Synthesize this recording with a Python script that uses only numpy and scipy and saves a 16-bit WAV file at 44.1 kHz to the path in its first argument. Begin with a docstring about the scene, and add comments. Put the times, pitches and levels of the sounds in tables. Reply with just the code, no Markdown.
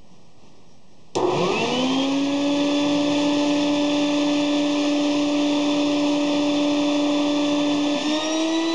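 """A small mains-driven blower is switched on in a quiet workshop and fills a plastic bag ball. Its motor buzzes
at twice the mains rate, while whining tones follow the rotor speed over rushing air. Pulses ring the housing,
sine waves make the whine and shaped noise makes the air and the still room. Near the end the housing is knocked
and rings, and as the load drops the rotor speeds up. A compact recorder notches the sound and adds a mirrored
copy of it in the treble."""
import sys
import numpy as np
from scipy import signal
from scipy.fft import rfft, irfft, next_fast_len
from scipy.io import wavfile
from scipy.ndimage import uniform_filter1d

SR = 44100
rng = np.random.default_rng(int(sys.argv[2]) if len(sys.argv) > 2 else 0)


def wav_record(signal):
    """Record a signal, one row per channel, as 16-bit PCM in the file named by sys.argv[1]."""
    frames = np.transpose(np.atleast_2d(signal))
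    bounded = np.clip(frames, -1, 1)
    # unit amplitude maps onto the largest positive 16-bit level
    quanta = np.round(bounded * 32767).astype(np.int16)
    wavfile.write(sys.argv[1], SR, quanta)


N = 385434
T = np.arange(N) / SR   # time of each sample in seconds

# Tone colour of the still room. Each row: frequency in Hz, relative level in dB per Hz.
ROOM_SPECTRUM = [(20, -19), (45, -16), (100, -9.5), (172, -2.5), (300, -10), (600, -14), (1000, -15.5),
                 (2000, -21.5), (3000, -24.5), (4500, -28.5), (5700, -26.5), (7000, -32.5), (8000, -35.5)]
# Faint treble swells in the room. Each row: middle in seconds, level in dB.
TREBLE_SWELLS = [(.12, -66), (.25, -67), (.49, -70), (.72, -64), (.93, -68)]
ROOM_DB = -53
SWELL_HZ, SWELL_SPREAD_S = 5640, .04

# The switch contacts. Each row: start in seconds, level of the noise snap in dB.
SWITCH_SNAP = [(1.153, -13)]
MAINS_BEAT_HZ = 120   # twice the mains rate

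# Ringing of the blower housing. Each row: pitch in Hz, width in Hz, relative level in dB.
HOUSING_RINGS = [(122, 16, -14), (260, 51, -1.5), (345, 70, 3.5), (518, 35, 1), (730, 220, -2),
                 (960, 230, 1.5)]
# Air and motor levels before the echo. Each row: time in seconds, then the levels of rumble, roar,
# rush and mains buzz in dB.
AIR_AND_BUZZ_LEVELS = [(1.17, -39, -37, -47.5, -19), (1.23, -49, -31.5, -54.5, -22.5),
                       (1.38, -33, -34, -44, -34), (1.5, -36.5, -33.5, -43, -32),
                       (1.65, -33.5, -35.5, -40.5, -32), (1.9, -38.5, -37.5, -42, -33.5),
                       (2.2, -43, -43.5, -45.5, -37.5), (2.6, -40.5, -41.5, -43.5, -36.5),
                       (3.1, -39, -40.5, -42, -33), (3.9, -41, -40.5, -42.5, -40),
                       (5.0, -45.5, -40.5, -42.5, -40), (5.6, -42.5, -39.5, -43, -39.5),
                       (7.9, -43, -39.5, -43.5, -40.5), (8.1, -52, -41, -42, -45),
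                       (8.7, -65, -42, -44.5, -49)]
# Tone colours of the moving air. Each row: frequency in Hz, relative level in dB per Hz.
RUMBLE_SPECTRUM = [(30, -32), (70, -24.5), (95, -16), (120, -3.5), (170, 2.5), (200, -5.5), (240, -1),
                   (400, -47)]
ROAR_SPECTRUM = [(150, -35), (240, -3.5), (350, 4.5), (440, -3), (520, 1), (700, -0.5), (850, 0), (1050, 1),
                 (1300, -1), (1800, -11.5), (2500, -35.5)]
RUSH_SPECTRUM = [(500, -37.5), (1000, 7), (2000, 8.5), (2600, 10.5), (3100, 8), (3350, 8.5), (3570, 12.5),
                 (3750, 3), (4400, 1), (5300, 0.5), (5500, 2), (5800, -0.5), (6500, -0.5), (8000, -10)]

# The rotor gains speed with a quick and a slow lag, and speeds up again once the load drops.
SPIN_UP_S, FULL_SPEED_HZ = 1.2015, 291.75   # start in seconds, turns per second
QUICK_SHARE, QUICK_LAG_S, SLOW_LAG_S = .35, .1152, .3737
UNLOAD_S, UNLOAD_GAIN_HZ, UNLOAD_LAG_S = 7.974, 54.2, .6
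RUN_UP_HISS_HZ, RUN_UP_HISS_WIDTH_HZ, RUN_UP_HISS_DB = 2300, 650, -33
HUM_DB, HUM_FROM_S, HUM_SAG_DB_PER_S, HUM_END_S = -23.5, 1.21, 14.0, 1.57

# Rotor orders: tones at whole multiples of the rotor speed. Each row: multiple, level at full speed
# in dB, extra level at half speed in dB, extra level without load in dB.
ROTOR_ORDERS = [(1, -21.5, -5.5, -1), (2, -28, -2, -1), (3, -41, 16.5, 7.5), (4, -40, 0, 5),
                (5, -54.5, 11, 5), (6, -38.5, 12, 2), (8, -53, 4, -6), (12, -39, 18, 4),
                (13, -55.5, 1.5, 1), (14, -56, 1.5, -3), (16, -61.5, 1, -4), (18, -48.5, -8, 10),
                (22, -59.5, 1.5, 1), (23, -57.5, 1.5, 1), (24, -57.5, -1, 5)]
# Passing fades and swells of single orders. Each row: multiple, middle in seconds,
# half length in seconds, change in dB.
ORDER_FADES = [(1, 1.5, 0.033, -20), (1, 1.653, .08, -10.5), (1, 2.4, 0.045, -1), (1, 8.0, 0.034, -20),
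               (1, 8.205, 0.019, -16), (1, 8.27, 0.039, -6.5), (2, 1.41, .04, -20), (2, 1.9, 0.03, -15),
               (2, 1.94, 0.022, -10), (2, 2.18, .15, -6.5), (2, 5.2, 0.68, -1), (2, 7.8, 0.077, -6),
               (2, 8.06, .045, -9), (2, 8.22, 0.021, -3), (2, 8.72, 0.19, -5), (3, 1.53, 0.06, -18),
               (3, 1.8, 0.024, -10), (3, 2.22, 0.061, -16), (3, 3.3, 0.27, 2.5), (3, 5.9, 1.1, -11.5),
               (3, 8.04, 0.04, -10), (3, 8.38, 0.095, -11), (3, 8.66, .02, -8), (4, 2.3, 0.18, -6),
               (4, 3.55, .22, -16), (4, 5.5, 1.3, -3.5), (4, 7.4, .15, 3.5), (4, 7.95, 0.14, -12),
               (4, 8.6, .15, -6), (6, 1.33, .05, -12), (6, 6.23, .8, -23), (6, 8.4, 0.056, -6),
               (12, 1.353, 0.12, -34), (12, 1.68, 0.024, -10), (12, 2.1, 0.027, -10), (12, 2.02, 0.03, 5),
               (12, 2.26, 0.17, -9), (12, 2.75, 0.072, 1.5), (12, 3.49, 0.16, -12.5), (12, 5.02, 0.25, -16),
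               (12, 6.06, 0.14, -12), (12, 8.2, .04, 1), (12, 8.33, 0.024, -8), (12, 8.47, 0.026, -8),
               (12, 8.62, 0.023, -7), (18, 2.1, 0.5, -16), (18, 4.3, 0.33, -11), (18, 5.43, .1, -10),
               (18, 6.9, .3, -4), (18, 7.7, .25, -13), (18, 8.19, 0.027, -8), (18, 8.3, .04, 5.5),
               (18, 8.7, 0.18, -10)]
# Side tones from torque pulses. Each row: rotor multiple, mains beat multiple, level in dB.
TORQUE_SIDEBANDS = [(2, -1, -58), (2, 1, -45.5), (8, 2, -53), (8, 3, -47)]
WHINE_FROM_S = 1.3
FADE_EDGE = 3   # steepness of the edges of a fade (2 = bell)

# Housing knocks. Each row: start in seconds, pitch in Hz, level in dB, seconds to fall by 60 dB.
HOUSING_JOLTS = [(7.952, 262, -19.5, 0.16), (8.008, 279, -18.5, 0.16), (8.076, 240, -26, 0.28)]

# Middles of the recorder's notch filters. Each entry: frequency in Hz.
NOTCH_MIDDLES = [1400, 1599, 2150, 8000]
# Widths of the same notches, in the same order. 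Each entry: width in Hz.
NOTCH_WIDTHS = [660, 610, 276, 1620]
RECORDER_RATE_HZ, CUTOFF_HZ = 16000, 11700
# thin tone of the recorder's electronics, added after the notches and before the low-pass filters
CLOCK_HZ, CLOCK_DB = 7917, -79.5
OFFSET = 0.01   # constant shift from the converter


def amp(db):
    """Turn a level in dB into a gain."""
    return 10 ** (np.asarray(db) / 20)


def in_time(rows):
    """Draw straight lines between the rows, giving each column sample by sample."""
    s, *columns = np.transpose(rows)
    return [np.interp(T, s, column) for column in columns]


def coloured(spectrum, ref_hz):
    """Noise with the given spectrum, scaled so that the part inside the band ref_hz has rms 1."""
    size = next_fast_len(N)
    hz = np.fft.rfftfreq(size, 1 / SR)
    point_hz, point_db = np.array(spectrum).T
    spectrum_db = np.interp(np.log(hz + 1), np.log(point_hz), point_db)
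    bins = rfft(rng.standard_normal(size)) * amp(spectrum_db)
    inside = (hz > ref_hz[0]) & (hz < ref_hz[1])
    band_sum = np.sqrt(2 * np.sum(np.abs(bins[inside]) ** 2))
    return irfft(bins, size)[:N] * size / band_sum


def drift(rate_hz):
    """Slow random wandering with spread 1: smoothed noise drawn at every 20th sample."""
    r = np.exp(-2 * np.pi * rate_hz * 20 / SR)
    draws = rng.standard_normal(N // 20 + 2002)
    slow = signal.lfilter([1], [1, -2 * r, r * r], draws)[2000:]   # skip the filter's start
    return np.interp(np.arange(N) / 20, np.arange(len(slow)), slow / slow.std())


def resonance(x, hz, width_hz):
    """Two-pole filter that passes a band around hz, with gain 1 on top."""
    r = np.exp(-np.pi * width_hz / SR)
    feed = np.array([1, 0, -1]) * (1 - r * r) / 2
    back = [1, -(1 + r * r) * np.cos(2 * np.pi * hz / SR), r * r]
    return signal.lfilter(feed, back, x)


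def lag(start_s, lag_s):
    """Rise from 0 at start_s towards 1, fast at first and then ever slower."""
    return 1 - np.exp(-np.maximum(T - start_s, 0) / lag_s)


def room():
    """The still room is soft coloured noise, with a few faint swells of a narrow treble band."""
    still = amp(ROOM_DB + 1.2 * drift(3)) * coloured(ROOM_SPECTRUM, ref_hz=(100, 1000))
    swells = sum(amp(db) * np.exp(-.5 * ((T - s) / SWELL_SPREAD_S) ** 2) for s, db in TREBLE_SWELLS)
    narrow = resonance(rng.standard_normal(N), SWELL_HZ, width_hz=360)
    return still + swells * narrow / narrow.std()


def switch(snap_s, tail_s, tail_db):
    """The contacts give a bright snap of noise, with a short tail from the walls."""
    s, snap_db = SWITCH_SNAP[0]
    after = np.maximum(T - s, 0)
    shape = np.exp(-after / snap_s) + amp(tail_db) * np.exp(-after / tail_s)
    high_pass = signal.butter(2, 2000, "high", fs=SR, output="sos")
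    bright = signal.sosfilt(high_pass, rng.standard_normal(N))
    return amp(snap_db) * shape * bright * (T >= s)


def buzz(buzz_db, jitter_s, uneven_db, rattle):
    """Each current peak jerks the armature; the housing rings, and loose parts rattle along."""
    at = np.arange(SWITCH_SNAP[0][0], N / SR - .01, 1 / MAINS_BEAT_HZ)
    chance = rng.standard_normal((len(at), 2))
    late_s = np.abs(jitter_s * chance[:, 0])
    jerk_db = uneven_db * np.clip(chance[:, 1], -2, 1.3)
    # the rattle is steady noise, with the jerks set on top as single-sample pulses
    jerks = rattle * rng.standard_normal(N) / np.sqrt(SR / MAINS_BEAT_HZ)
    jerks[((at + late_s) * SR).astype(int)] += amp(jerk_db)
    rung = np.zeros(N)
    for k, (hz, width_hz, db) in enumerate(HOUSING_RINGS):
        sign = (-1) ** k   # neighbouring rings push opposite ways
        rung += sign * amp(db) * resonance(jerks, hz, width_hz) / np.sqrt(width_hz)
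    return amp(buzz_db) * rung / rung.std()


def air(angle, rumble_db, roar_db, rush_db, beat_depth, turn_depth, patchy_db):
    """Turbulent air is noise: rumble, roar and a bright rush throbbing with mains beat and rotor."""
    mains_throb = beat_depth * np.cos(2 * np.pi * MAINS_BEAT_HZ * T)
    rotor_throb = turn_depth * np.cos(2 * angle)   # twice a turn
    rumble = amp(rumble_db + patchy_db * drift(6)) * coloured(RUMBLE_SPECTRUM, ref_hz=(90, 230))
    roar = amp(roar_db + patchy_db * drift(8)) * coloured(ROAR_SPECTRUM, ref_hz=(640, 820))
    rush = amp(rush_db + patchy_db * drift(10)) * coloured(RUSH_SPECTRUM, ref_hz=(3900, 5000))
    return rumble + roar + (1 + mains_throb + rotor_throb) * rush


def rotor_speed():
    """Turns per second: two lags lead up to full speed, and a third follows the drop in load."""
    quick = QUICK_SHARE * lag(SPIN_UP_S, QUICK_LAG_S)
    slow = (1 - QUICK_SHARE) * lag(SPIN_UP_S, SLOW_LAG_S)
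    return FULL_SPEED_HZ * (quick + slow) + UNLOAD_GAIN_HZ * lag(UNLOAD_S, UNLOAD_LAG_S)


def run_up_hiss(turns_hz):
    """A band of hiss swells while the rotor gains speed and is gone at full speed."""
    share = np.clip(turns_hz / FULL_SPEED_HZ, 0, 1)
    band = resonance(rng.standard_normal(N), RUN_UP_HISS_HZ, RUN_UP_HISS_WIDTH_HZ)
    return amp(RUN_UP_HISS_DB) * np.sin(np.pi * share ** 2) * band / band.std()


def hum(waver, broken_db):
    """The starting current makes the housing sing on the third harmonic of the mains beat."""
    sagging_db = HUM_DB - HUM_SAG_DB_PER_S * (T - HUM_FROM_S)
    level = amp(sagging_db + broken_db * np.clip(drift(11), -3, 1))
    level *= lag(HUM_FROM_S, 0.017) * np.clip((HUM_END_S - T) / 0.063, 0, 1)
    phase = 2 * np.pi * 3 * MAINS_BEAT_HZ * T + waver * drift(8.7)
    return np.sqrt(2) * level * np.sin(phase)


def order_levels(turns_hz, onset_s):
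    """Each rotor order's level follows the slip below full speed, the load and its own fades."""
    slip = 2 * np.clip(1 - turns_hz / FULL_SPEED_HZ, 0, 1)   # 1 at half speed
    unloaded = lag(UNLOAD_S, onset_s)
    for k, db, slow_db, free_db in ROTOR_ORDERS:
        level_db = db + slow_db * slip + free_db * unloaded
        for faded_order, s, half_s, change_db in ORDER_FADES:
            if round(faded_order) == round(k):
                level_db += change_db * np.exp(-.5 * np.abs((T - s) / half_s) ** FADE_EDGE)
        yield k, 0, level_db   # 0: no mains beat in the pitch


def whine(turns_hz, angle, wobble, flutter_db, sweep_db):
    """Rotor orders are sines, high ones fluttering most; torque pulses add tones beside them."""
    shaky = angle + wobble * drift(10)   # speed is never quite even; high orders blur most
    beat = 2 * np.pi * MAINS_BEAT_HZ * T
    glide = uniform_filter1d(np.abs(np.gradient(turns_hz)) * SR, size=4000)   # Hz per second
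    lines = list(order_levels(turns_hz, onset_s=0.034)) + list(TORQUE_SIDEBANDS)
    out = np.zeros(N)
    for k, m, db in lines:
        k, m = np.round(k), np.round(m)
        broken_db = sweep_db * np.tanh(k * glide / 400)   # a gliding tone crosses room peaks and dips
        depth_db = flutter_db * np.sqrt(k) + broken_db
        level = amp(db + depth_db * np.clip(drift(18.0), -3, 1))
        out += level * np.sin(k * shaky + m * beat + 2 * np.pi * rng.random())
    return np.sqrt(2) * out * np.clip((T - WHINE_FROM_S) / 0.091, 0, 1)


def jolts():
    """The housing is knocked near the end: sines with a soft onset that ring and die away."""
    out = np.zeros(N)
    for s, hz, level_db, t60_s in HOUSING_JOLTS:
        after = np.maximum(T - s, 0)
        shape = amp(level_db - 60 * after / t60_s) * (1 - np.exp(-after / .004))
        out += shape * np.sin(2 * np.pi * hz * after)
    return out


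def workshop(x, t60_s, wet_db):
    """Walls add a tail of decaying noise to the direct sound: a fixed comb of peaks and dips."""
    s = np.arange(SR // 2) / SR
    tail = rng.standard_normal(len(s)) * amp(-60 * s / t60_s)
    response = amp(wet_db) * tail / np.sqrt(np.sum(tail ** 2))
    response[0] = 1   # the direct sound
    return signal.fftconvolve(x, response / np.sqrt(np.sum(response ** 2)))[:N]


def scene():
    """The blower from the switch onward, over the still room; only its noises get the echo."""
    turns_hz = rotor_speed()
    angle = 2 * np.pi * np.cumsum(turns_hz) / SR
    rumble_db, roar_db, rush_db, buzz_db = in_time(AIR_AND_BUZZ_LEVELS)
    running = np.clip((T - SWITCH_SNAP[0][0]) / 0.0043, 0, 1)
    noise = buzz(buzz_db, jitter_s=.0008, uneven_db=7.5, rattle=2.2)
    noise += air(angle, rumble_db, roar_db, rush_db, beat_depth=0.091, turn_depth=0.13, patchy_db=0.6)
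    noise += run_up_hiss(turns_hz)
    tones = hum(waver=0.51, broken_db=2.5)
    tones += whine(turns_hz, angle, wobble=0.0061, flutter_db=.5, sweep_db=2.4)
    blower = running * tones + workshop(running * noise, t60_s=.4, wet_db=-7)
    snap = switch(snap_s=0.0017, tail_s=0.023, tail_db=-13)
    return (room() + snap + blower + jolts())[None]


def record(dry):
    """Notch filters, a low sample rate whose mirror image leaks through, a top cut and an offset."""
    x = dry
    for hz, width_hz in zip(NOTCH_MIDDLES, NOTCH_WIDTHS):
        x = x - resonance(x, hz, width_hz)
    x = x + amp(CLOCK_DB) * np.sqrt(2) * np.sin(2 * np.pi * CLOCK_HZ * T)
    below_half_rate = signal.ellip(12, .1, 70, RECORDER_RATE_HZ / 2 - 40, fs=SR, output="sos")
    x = signal.sosfilt(below_half_rate, x)
    x = x * (1 + 2 * np.cos(2 * np.pi * RECORDER_RATE_HZ * T))   # image mirrored about half the rate
    x = signal.sosfilt(signal.butter(10, 8100, fs=SR, output="sos"), x)   # softens the image
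    top_cut = signal.cheby2(16, 60, CUTOFF_HZ, fs=SR, output="sos")
    return signal.sosfilt(top_cut, x) + OFFSET


dry = scene()
out = record(dry)
wav_record(out)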